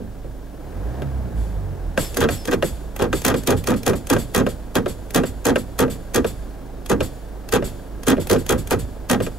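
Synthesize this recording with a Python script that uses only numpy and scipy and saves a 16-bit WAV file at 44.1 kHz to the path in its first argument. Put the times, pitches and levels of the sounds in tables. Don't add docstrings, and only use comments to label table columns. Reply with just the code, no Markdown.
import sys
import numpy as np
from scipy import signal
from scipy.fft import rfft, irfft, next_fast_len
from scipy.io import wavfile
from scipy.ndimage import uniform_filter1d

SR = 44100
rng = np.random.default_rng(int(sys.argv[2]) if len(sys.argv) > 2 else 0)


def put_to_file(sound):
    columns = np.atleast_2d(sound).T
    safe = np.clip(columns, -1, 1)
    whole_steps = np.round(safe * 32767)
    wavfile.write(sys.argv[1], SR, whole_steps.astype(np.int16))


N = 413658
TIME = np.arange(N) / SR
AGE = np.arange(SR * 2 // 5) / SR
BINS = np.maximum(np.fft.rfftfreq(next_fast_len(N), 1 / SR), 1)


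def from_db(db):
    return 10 ** (np.asarray(db) / 20)


def at_hz(points, hz):
    pitches, values = np.transpose(points)
    return np.interp(np.log(hz), np.log(pitches), values)


def drift(turns_per_s):
    knots = rng.standard_normal(int(N / SR * turns_per_s) + 2)
    return np.interp(TIME * turns_per_s, np.arange(len(knots)), knots)


def treble_share(hz):
    return hz ** 2 / (hz ** 2 + 900 ** 2)


# pitch in Hz, likeness from 0 to 1.
LIKENESS = [(60, 1), (500, 1), (800, 0.61), (1500, 0.56), (2200, 0.22), (6000, 0.48), (9000, 0.19),
            (15000, 0.33)]

def stereo(mid, side, hz):
    alike = np.sqrt(np.clip(at_hz(LIKENESS, hz), 0, .999))
    mid, side = mid * np.sqrt(1 + alike), side * np.sqrt(1 - alike)
    return np.array([mid + side, mid - side])


def steady_noise(spectrum):
    mid, side = rfft(rng.standard_normal((2, next_fast_len(N)))) * from_db(at_hz(spectrum, BINS))
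    noise = irfft(stereo(mid, side, BINS))[:, :N]
    return noise / np.sqrt(np.mean(noise ** 2) + 1e-20)


def bursts(starts, spectrum, envelope, spread_db=1.43):
    edges = 44 * 2 ** (np.arange(18) / 2)
    centres = np.sqrt(edges[1:] * edges[:-1])
    gains = from_db(at_hz(spectrum, centres))
    gains /= np.sqrt(np.sum(gains ** 2 * np.diff(edges)) * 2 / SR)
    size = envelope(centres[0]).shape[1]
    white, sounds = rng.standard_normal((len(starts), 2, 2, size)), 0
    for k, hz in enumerate(centres):
        bandpass = signal.butter(2, edges[k:k + 2], "band", fs=SR, output="sos")
        band = signal.sosfilt(bandpass, white[:, k % 2])
        colour = from_db(spread_db * rng.standard_normal((len(starts), 1)))
        sounds = sounds + stereo(band[:, 0], band[:, 1], hz) * (gains[k] * colour * envelope(hz))
    out = np.zeros((2, N + size))
    for k, start in enumerate(starts):
        at = max(int(start * SR), 0)
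        out[:, at:at + size] += sounds[:, k]
    return out[:, :N]


def strike(times, db, treble_db, notes, spread_db):
    at, out = np.clip((times * SR).astype(int), 0, N - 1), np.zeros(N)
    chance_db = spread_db * rng.standard_normal((len(at), len(notes)))
    for k, (hz, note_db, ring_s) in enumerate(notes):
        taps = np.full(N, 1e-18)
        taps[at] = (-1) ** k * from_db(db + note_db + treble_db * treble_share(hz) + chance_db[:, k])
        fade, turn = np.exp(-np.log(1000) / (ring_s * SR)), 2 * np.pi * hz / SR
        out += signal.lfilter([0, np.sin(turn)], [1, -2 * fade * np.cos(turn), fade * fade], taps)
    return out


def resonate(sound, resonances):
    for hz, width_hz, boost_db in resonances:
        b, a = signal.iirpeak(hz, hz / width_hz, fs=SR)
        sound = sound + (from_db(boost_db) - 1) * signal.lfilter(b, a, sound + 1e-18)
    return sound


# time in seconds, firings per second.
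REV = [(0.62, 30.6), (0.69, 36.6), (0.96, 64.3), (1.0, 69.6), (1.09, 68.7), (1.32, 57.9), (1.92, 40.3),
       (2.06, 32.7), (2.32, 29.5), (2.7, 27.7)]
IDLE_HZ, REV_START_S, REV_END_S = 25.6, .5, 3.1

def firing_rate():
    times, rates = np.transpose([(REV_START_S, IDLE_HZ), *REV, (REV_END_S, IDLE_HZ)])
    return np.interp(TIME, times, rates)


def engine_levels(firing, revved, full_load_hz_per_s=165):
    load = np.clip(np.gradient(firing) * SR / full_load_hz_per_s, 0, 1)
    load = uniform_filter1d(load, size=SR // 10)
    before_rev = np.interp(TIME, [REV_START_S, TIME[np.argmax(firing)]], [1, 0])
    boom_db = -36 + 12 * revved - 4.5 * load
    clatter_db = -39.5 + 2.5 * np.log2(firing / IDLE_HZ) + 4.5 * load - 3 * before_rev
    return boom_db, clatter_db


# multiple of the firing rate, relative dB at idle, the same when revved.
ENGINE_TONES = [(1, -3, -2), (1.5, -22, -18), (2, -1, -12), (3, -22, -17), (3.5, -22, -23), (4, -17, -23),
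                (5, -16, -25), (7, -16, -29), (10.5, -15, -30)]
# pitch in Hz, width in Hz, boost in dB.
CABIN = [(53.5, 3, 2.5), (97, 12, 7), (139, 12, 6)]
# pitch in Hz, relative level in dB.
CLATTER = [(20, 1.5), (60, -9.5), (170, 0), (300, 0), (450, -1), (640, -3.5), (900, -10), (1100, -14.5),
           (1400, -17.5), (1620, -15.5), (1900, -22), (2600, -28), (5000, -33.5), (16000, -38.5)]

def engine(wobble=0.0064, waver_db=3.0, rev_waver_db=1.5, throb=0.15):
    firing = firing_rate()
    phase = 2 * np.pi * np.cumsum(firing * (1 + wobble * drift(10))) / SR
    revved = np.interp(firing, [27, 48], [0, 1])
    boom_db, clatter_db = engine_levels(firing, revved)
    boom = 0
    for multiple, idle_db, revved_db in ENGINE_TONES:
        cabin_db = sum(boost_db / (1 + (2 * (multiple * firing - hz) / width_hz) ** 2)
                       for hz, width_hz, boost_db in CABIN)
        uneven_db = (waver_db + rev_waver_db * revved) * drift(26)
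        level = from_db(boom_db + idle_db + revved * (revved_db - idle_db) + cabin_db + uneven_db)
        boom = boom + np.sqrt(2) * level * np.sin(multiple * phase + rng.uniform(0, 2 * np.pi))
    clatter = from_db(clatter_db) * (1 + throb * np.cos(phase)) * steady_noise(CLATTER)
    return boom + clatter


# pitch in Hz, relative level in dB.
BACKGROUND = [(100, -14), (1500, -3), (3000, 2.5), (6000, -0.5), (13000, -2), (16000, -2)]

def background_hiss(level_db=-56.5):
    return from_db(level_db) * steady_noise(BACKGROUND)


# start in seconds, length in seconds, relative level in dB, extra treble
# in dB, extra thump in dB, relative dB of the snap, rebound and catch clicks, and how many seconds
PUSHES = [(.0, 0.034, -26.5, -33, 1, -70, -70, -70, 0), (2.173, 0.015, -16.5, -7, -1, -8, -34, -41, .026),
          (2.208, 0.048, -14, 2, -4, -12, -19, -32, 0), (2.478, .015, -15, -5, -6, -21, -38, -45, .021),
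          (2.515, .027, -18, 5, 5, -20, -36, -27, 0), (2.994, .069, -17, -1, -1.5, -26, -41, -15.5, .028),
          (3.252, 0.077, -15.5, 2, 1.5, -4, -9, -6, 0.031),
          (3.476, 0.063, -13, -1.5, -5.5, -5.5, -26, -9.5, .038),
          (3.675, 0.06, -16.5, -1, 9.5, -10, -17, -19, 0.032),
          (3.867, 0.044, -13, -2, -8, -9.5, -9.5, -18, 0.032),
          (4.103, 0.046, -14.5, 2.5, 0, -7.5, -27.5, -12, 0.03),
          (4.350, .07, -15.5, 1, -5, -7, -9, -13.5, 0), (4.757, .024, -12.5, 1.5, -8.5, -10, -20, -32, 0),
          (5.149, 0.046, -13, 2, -2, -7.5, -8.5, -18, .04), (5.456, 0.064, -15.5, 2, 3, -8, -10, -20, 0),
          (5.793, .05, -14, 1, 0, -8.5, -13, -37, 0), (6.148, .044, -15, 1, 3.5, -8, -8.5, -34, 0),
          (6.900, 0.034, -13.5, 1, 8, -11.5, -30, -28, 0.036),
          (7.526, 0.051, -16.5, 6, 1, -11, -11, -25, 0.034),
          (8.071, 0.066, -15, 4.5, 1.5, -14.5, -7, -12.5, 0.035),
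          (8.301, 0.057, -14, -2.5, -1.5, -10, -7.5, -11.5, .027),
          (8.495, 0.044, -13.5, -1.5, -7, -7.5, -9.5, -14.5, 0.028),
          (8.711, .033, -14.5, 1, -5.5, -11, -14.5, -30, 0.035),
          (9.101, 0.055, -16.5, 4.5, 3.5, -7.5, -7, -17, 0)]
# pitch in Hz, relative level in dB.
SHUDDER = [(50, -2), (100, 5.5), (180, 0), (260, 6), (350, -7.5), (500, 4), (700, -14.5), (950, -5.5),
           (1500, -19), (2200, -25.5), (3200, -21.5), (5000, -28), (12000, -33), (16000, -56)]
# pitch in Hz, seconds to fade by 60 dB.
RING = [(60, 0.71), (250, 0.27), (500, 0.1), (1200, 0.11), (3000, 0.064), (8000, 0.054), (16000, 0.038)]

def shudders(level_db=-8.0, rise_s=0.00033, dulling=0.11, rattle_db=12, rattle_hz=85, uneven_db=4):
    start, length, db, treble_db, thump_db, *_ = np.transpose(PUSHES)[:, :, None]
    slips = np.cumsum(rattle_hz * from_db(uneven_db * drift(100))) / SR
    rattle = .5 - np.interp(start + AGE, TIME, slips) % 1
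    def envelope(hz):
        held_s = length * min(1, (hz / 400) ** -dulling)
        fade_db = -60 * np.maximum(AGE - held_s, 0) / at_hz(RING, hz)
        thump_share = np.exp(-(np.log2(hz / 255) / 0.27) ** 2)
        colour_db = thump_db * thump_share + (treble_db + rattle_db * rattle) * treble_share(hz)
        return (1 - np.exp(-AGE / rise_s)) * from_db(db + colour_db + fade_db)
    return from_db(level_db) * bursts(start[:, 0], SHUDDER, envelope)


# pitch in Hz, relative level in dB, seconds to fade by 60 dB.
BOX_NOTES = [(258, 0, .14), (380, -4, .1), (468, -2, .08), (750, -5, .06), (838, -5, .06), (1205, -2, .07),
             (1586, -2, .075), (1695, -6, .06), (1872, -5, .06), (2470, -10, .05), (3346, -7, .05)]

def jerks(level_db=-10, slowing_db=-7, spread_db=0.1, reach=.75, count=4):
    start, length, db, treble_db, *_ = np.transpose(PUSHES)[:, :, None]
    travel = (np.arange(count) + rng.random((len(start), count))) / count
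    times = (start + reach * length * travel).ravel()
    jerk_treble_db = (treble_db + slowing_db * travel).ravel()
    return strike(times, np.repeat(db + level_db, count), jerk_treble_db, BOX_NOTES, spread_db)


def engine_ticks(level_db=-49, spread_db=3.0, ring_hz=1610, ring_s=.05):
    cycles = np.floor(np.cumsum(firing_rate()) / SR / 4)
    times = TIME[1:][np.diff(cycles) > 0]
    return strike(times, level_db, 0, [(ring_hz, 0, ring_s)], spread_db)


def click_events(ahead_s=.003, rebound_s=0.014, catch_s=0.032, knock_click_db=-15.5):
    rows = [(start, db + treble_db + knock_click_db) for start, db, treble_db, _ in KNOCKS]
    for start, *_, snap_db, rebound_db, catch_db, touch_s in PUSHES:
        snap = start - ahead_s
        rows += [(snap, snap_db), (snap + rebound_s, rebound_db), (snap + catch_s, catch_db)]
        if touch_s > rebound_s:
            rows.append((snap - touch_s, -12 - 330 * touch_s))
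    return rows


# pitch in Hz, relative level in dB.
LINKAGE = [(100, -3), (500, 11.5), (1000, 6), (1800, 1.5), (2500, 4.5), (5000, 4), (7000, 2.5), (9000, 5.5),
           (12500, 2), (16000, -13)]

def scrapes(level_db=-27, swell_s=0.0067, lead_s=0.01):
    start, db = np.transpose(click_events())[:, :, None]
    age = AGE[:len(AGE) // 10]
    swell = from_db(db + level_db) * np.exp(-abs(age - lead_s) / swell_s)
    return bursts(start[:, 0] - lead_s, LINKAGE, lambda hz: swell)


def clicks(level_db=-11, rise_s=0.002, snap_s=0.0027, tail_db=-13, early_s=.002, damping=0.39):
    start, db = np.transpose(click_events())[:, :, None]
    age = AGE[:len(AGE) // 4]
    closing = age ** 4 / (rise_s ** 4 + age ** 4)
    snap = np.exp(-(age / snap_s / 2) ** 2)
    def envelope(hz):
        tail = np.exp(-np.log(1000) * damping * age / at_hz(RING, hz))
        return from_db(db + level_db) * closing * (snap + from_db(tail_db) * tail)
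    return bursts(start[:, 0] - early_s, LINKAGE, envelope)


# time in seconds, relative level in dB, extra treble in dB,
# relative level of the booster's air in dB (around -80 is too faint to hear).
KNOCKS = [(.244, -20, -25, -79), (1.02, -19.5, -3, -86), (1.976, -10, 4.5, -22.5), (2.288, -10.5, 2, -25),
          (2.534, -17, 8.5, -88), (2.625, -9.5, 1, -26), (3.018, -11, -4, -86), (3.129, -10, 4, -25.5),
          (3.342, -11, 0, -29.5), (3.546, -29, -5, -31.5), (3.739, -25.5, 9.5, -32.5),
          (3.933, -11, -6, -32), (4.165, -17.5, 5.5, -28), (4.465, -11.5, -0.5, -31.5),
          (4.86, -13.5, -2.5, -29.5), (5.235, -15, 0, -30), (5.558, -10.5, 5, -31),
          (5.88, -21.5, -7, -29.5), (6.245, -12, -1.5, -28.5), (7.006, -11.5, 3, -28.5),
          (7.624, -13, -8.5, -28), (8.168, -22, -3, -80), (8.179, -10.5, -18, -29.5),
          (8.362, -23, 7.5, -32.5), (8.558, -19, -15, -31.5), (8.768, -47, -11, -31.5),
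          (9.203, -10, -7, -28.5), (9.265, -23.5, 6.5, -88)]
# pitch in Hz, relative level in dB.
CLACK = [(50, -12), (110, -5.5), (220, -7), (380, -2), (540, 4), (700, -28), (900, -18), (1500, -13.5),
         (2100, -30), (2700, -23), (4000, -31.5), (7000, -35.5), (16000, -49)]
# pitch in Hz, relative dB, seconds to fade by 60 dB.
ARM_NOTES = [(108, -24.5, 0.047), (260, -29, 0.04), (380.4, -4, 0.13), (509, -0.5, 0.11), (570.4, 1, 0.082),
             (650, -0.5, 0.031), (1204, -3.5, 0.017), (1298, -12.5, 0.085), (1583, -3.5, 0.04),
             (1925, -13.5, 0.024), (2450, -9.5, 0.028), (2786, -8, 0.029), (3330, -5, 0.009)]

def knocks(clack_db=-10, rise_s=0.00025, contact_s=0.0078, damping=1.25, arm_db=-7, spread_db=2.5,
           graze_s=.005, graze_db=-16):
    start, db, treble_db, _ = np.transpose(KNOCKS)[:, :, None]
    age = np.maximum(AGE - graze_s, 0)
    attack = 1 - np.exp(-age / rise_s) + from_db(graze_db) * (AGE < graze_s)
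    def envelope(hz):
        fade = np.exp(-np.log(1000) * damping * np.maximum(age - contact_s, 0) / at_hz(RING, hz))
        return attack * from_db(db + treble_db * treble_share(hz)) * fade
    arm = strike(start[:, 0], db[:, 0] + arm_db, treble_db[:, 0], ARM_NOTES, spread_db)
    return from_db(clack_db) * bursts(start[:, 0] - graze_s, CLACK, envelope) + arm


def air_rushes(peak_after_s=0.032, usual_db=-29.5, usual_swell_s=0.016, doubling_db=9.5):
    rows = [(1.35, -44, 0.058)]
    for knock_s, _, _, air_db in KNOCKS:
        swell_s = usual_swell_s * 2 ** ((air_db - usual_db) / doubling_db)
        rows.append((knock_s + peak_after_s - swell_s, air_db, swell_s))
        rows.append((knock_s + 0.099, air_db - 23, 0.049))
    return rows


# pitch in Hz, relative level in dB.
HISS = [(200, 25.5), (800, 7), (2200, 5.5), (3300, 6.5), (4500, 2.5), (5600, 2.5), (7000, 1), (8700, 4.5),
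        (11500, 6.5), (13000, -3), (16000, -7)]
# pitch in Hz, width in Hz, boost in dB.
VALVE = [(3460, 170, 6.5), (4530, 250, 8), (5070, 200, 1.5), (6970, 150, 11), (7630, 340, 6.5)]
# start pitch, end pitch and width in Hz, relative dB.
WHISTLES = [(8400, 7750, 750, -8), (13100, 12450, 600, -11)]

def booster(level_db=-3, tail_db=-23, tail_s=0.32, whistle_onset_db=-41, detune=0.0067):
    flow, pressure, tuning = np.zeros(N), np.zeros(N), np.ones(N)
    for start, db, swell_s in air_rushes():
        at = int(start * SR)
        age = AGE[:max(N - at, 0)]
        rush = age / swell_s * np.exp(1 - age / swell_s)
        leak = from_db(tail_db) * (1 - np.exp(-age / swell_s)) * np.exp(-age / tail_s)
        flow[at:at + len(age)] += from_db(db + level_db) * (rush + leak)
        if db > whistle_onset_db:
            pressure[at:at + len(age)] = np.exp(-(age / swell_s) ** 2)
            tuning[at:] = 1 + detune * rng.standard_normal()
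    air = resonate(steady_noise(HISS), VALVE)
    whistling = flow ** 2 / (flow ** 2 + from_db(whistle_onset_db) ** 2)
    for start_hz, end_hz, width_hz, db in WHISTLES:
        hz = tuning * (end_hz + (start_hz - end_hz) * pressure)
        phase = 2 * np.pi * np.cumsum(hz) / SR
        whistle = drift(width_hz) * np.cos(phase) + drift(width_hz) * np.sin(phase)
        air = air + from_db(db) * whistling * whistle
    return flow * air


# start and length in seconds, first and last pitch in Hz, level in dB.
SQUEAKS = [(2.03, 0.066, 5330, 5070, -39), (2.347, 0.12, 5430, 5000, -43)]

def squeaks(waver=0.016):
    out, unsteady = np.zeros(N), 1 + waver * drift(300)
    for start, length, start_hz, end_hz, db in SQUEAKS:
        on = (TIME > start) & (TIME < start + length)
        progress = (TIME[on] - start) / length
        hz = (start_hz + (end_hz - start_hz) * progress) * unsteady[on]
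        out[on] += from_db(db) * np.sin(np.pi * progress) * np.sin(2 * np.pi * np.cumsum(hz) / SR)
    return out


# pitch in Hz, width in Hz, boost in dB.
FOOTWELL = [(260, 47, 8.5), (385, 34, 5), (454.5, 8.8, 5), (490, 64, 9.5), (775, 37, 1.5), (811, 21, 4.5),
            (1230, 180, 5.5), (1594, 110, 8.5), (1917, 150, 6.5), (2426, 30, 9), (2640, 62, 6.5),
            (3260, 136, 6.5), (6520, 410, 7.5), (12450, 360, 11)]

def scene():
    pedal = resonate(shudders() + scrapes() + clicks(), FOOTWELL) + jerks() + knocks()
    return pedal + booster() + squeaks() + engine() + engine_ticks() + background_hiss()


# pitch in Hz, level gap in dB.
LEFT_LOUDER = [(60, -3.5), (110, -4), (200, -3.5), (380, -1.5), (700, -0.5), (1290, 0.5), (2380, 1.0),
               (4400, 1), (8120, 0.5), (15000, -0.5)]
# pitch in Hz, lead in radians.
LEFT_AHEAD = [(30, -0.19), (150, -1.1), (260, -0.77), (400, -1.04), (650, -0.89), (1000, -0.29),
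              (1700, 0.41), (2800, -0.62), (4000, -0.74), (6400, 0.87), (9400, 0.17), (15000, -0.34)]

def record(dry, ceiling=0.85, cutoff_hz=15700):
    half_gap = from_db(at_hz(LEFT_LOUDER, BINS) / 2) * np.exp(.5j * at_hz(LEFT_AHEAD, BINS))
    sides = irfft(rfft(dry, next_fast_len(N)) * np.array([half_gap, 1 / half_gap]))[:, :N]
    rounded = ceiling * np.tanh(sides / ceiling)
    return signal.sosfilt(signal.ellip(10, .2, 80, cutoff_hz, fs=SR, output="sos"), rounded)


dry = scene()
out = record(dry)
put_to_file(out)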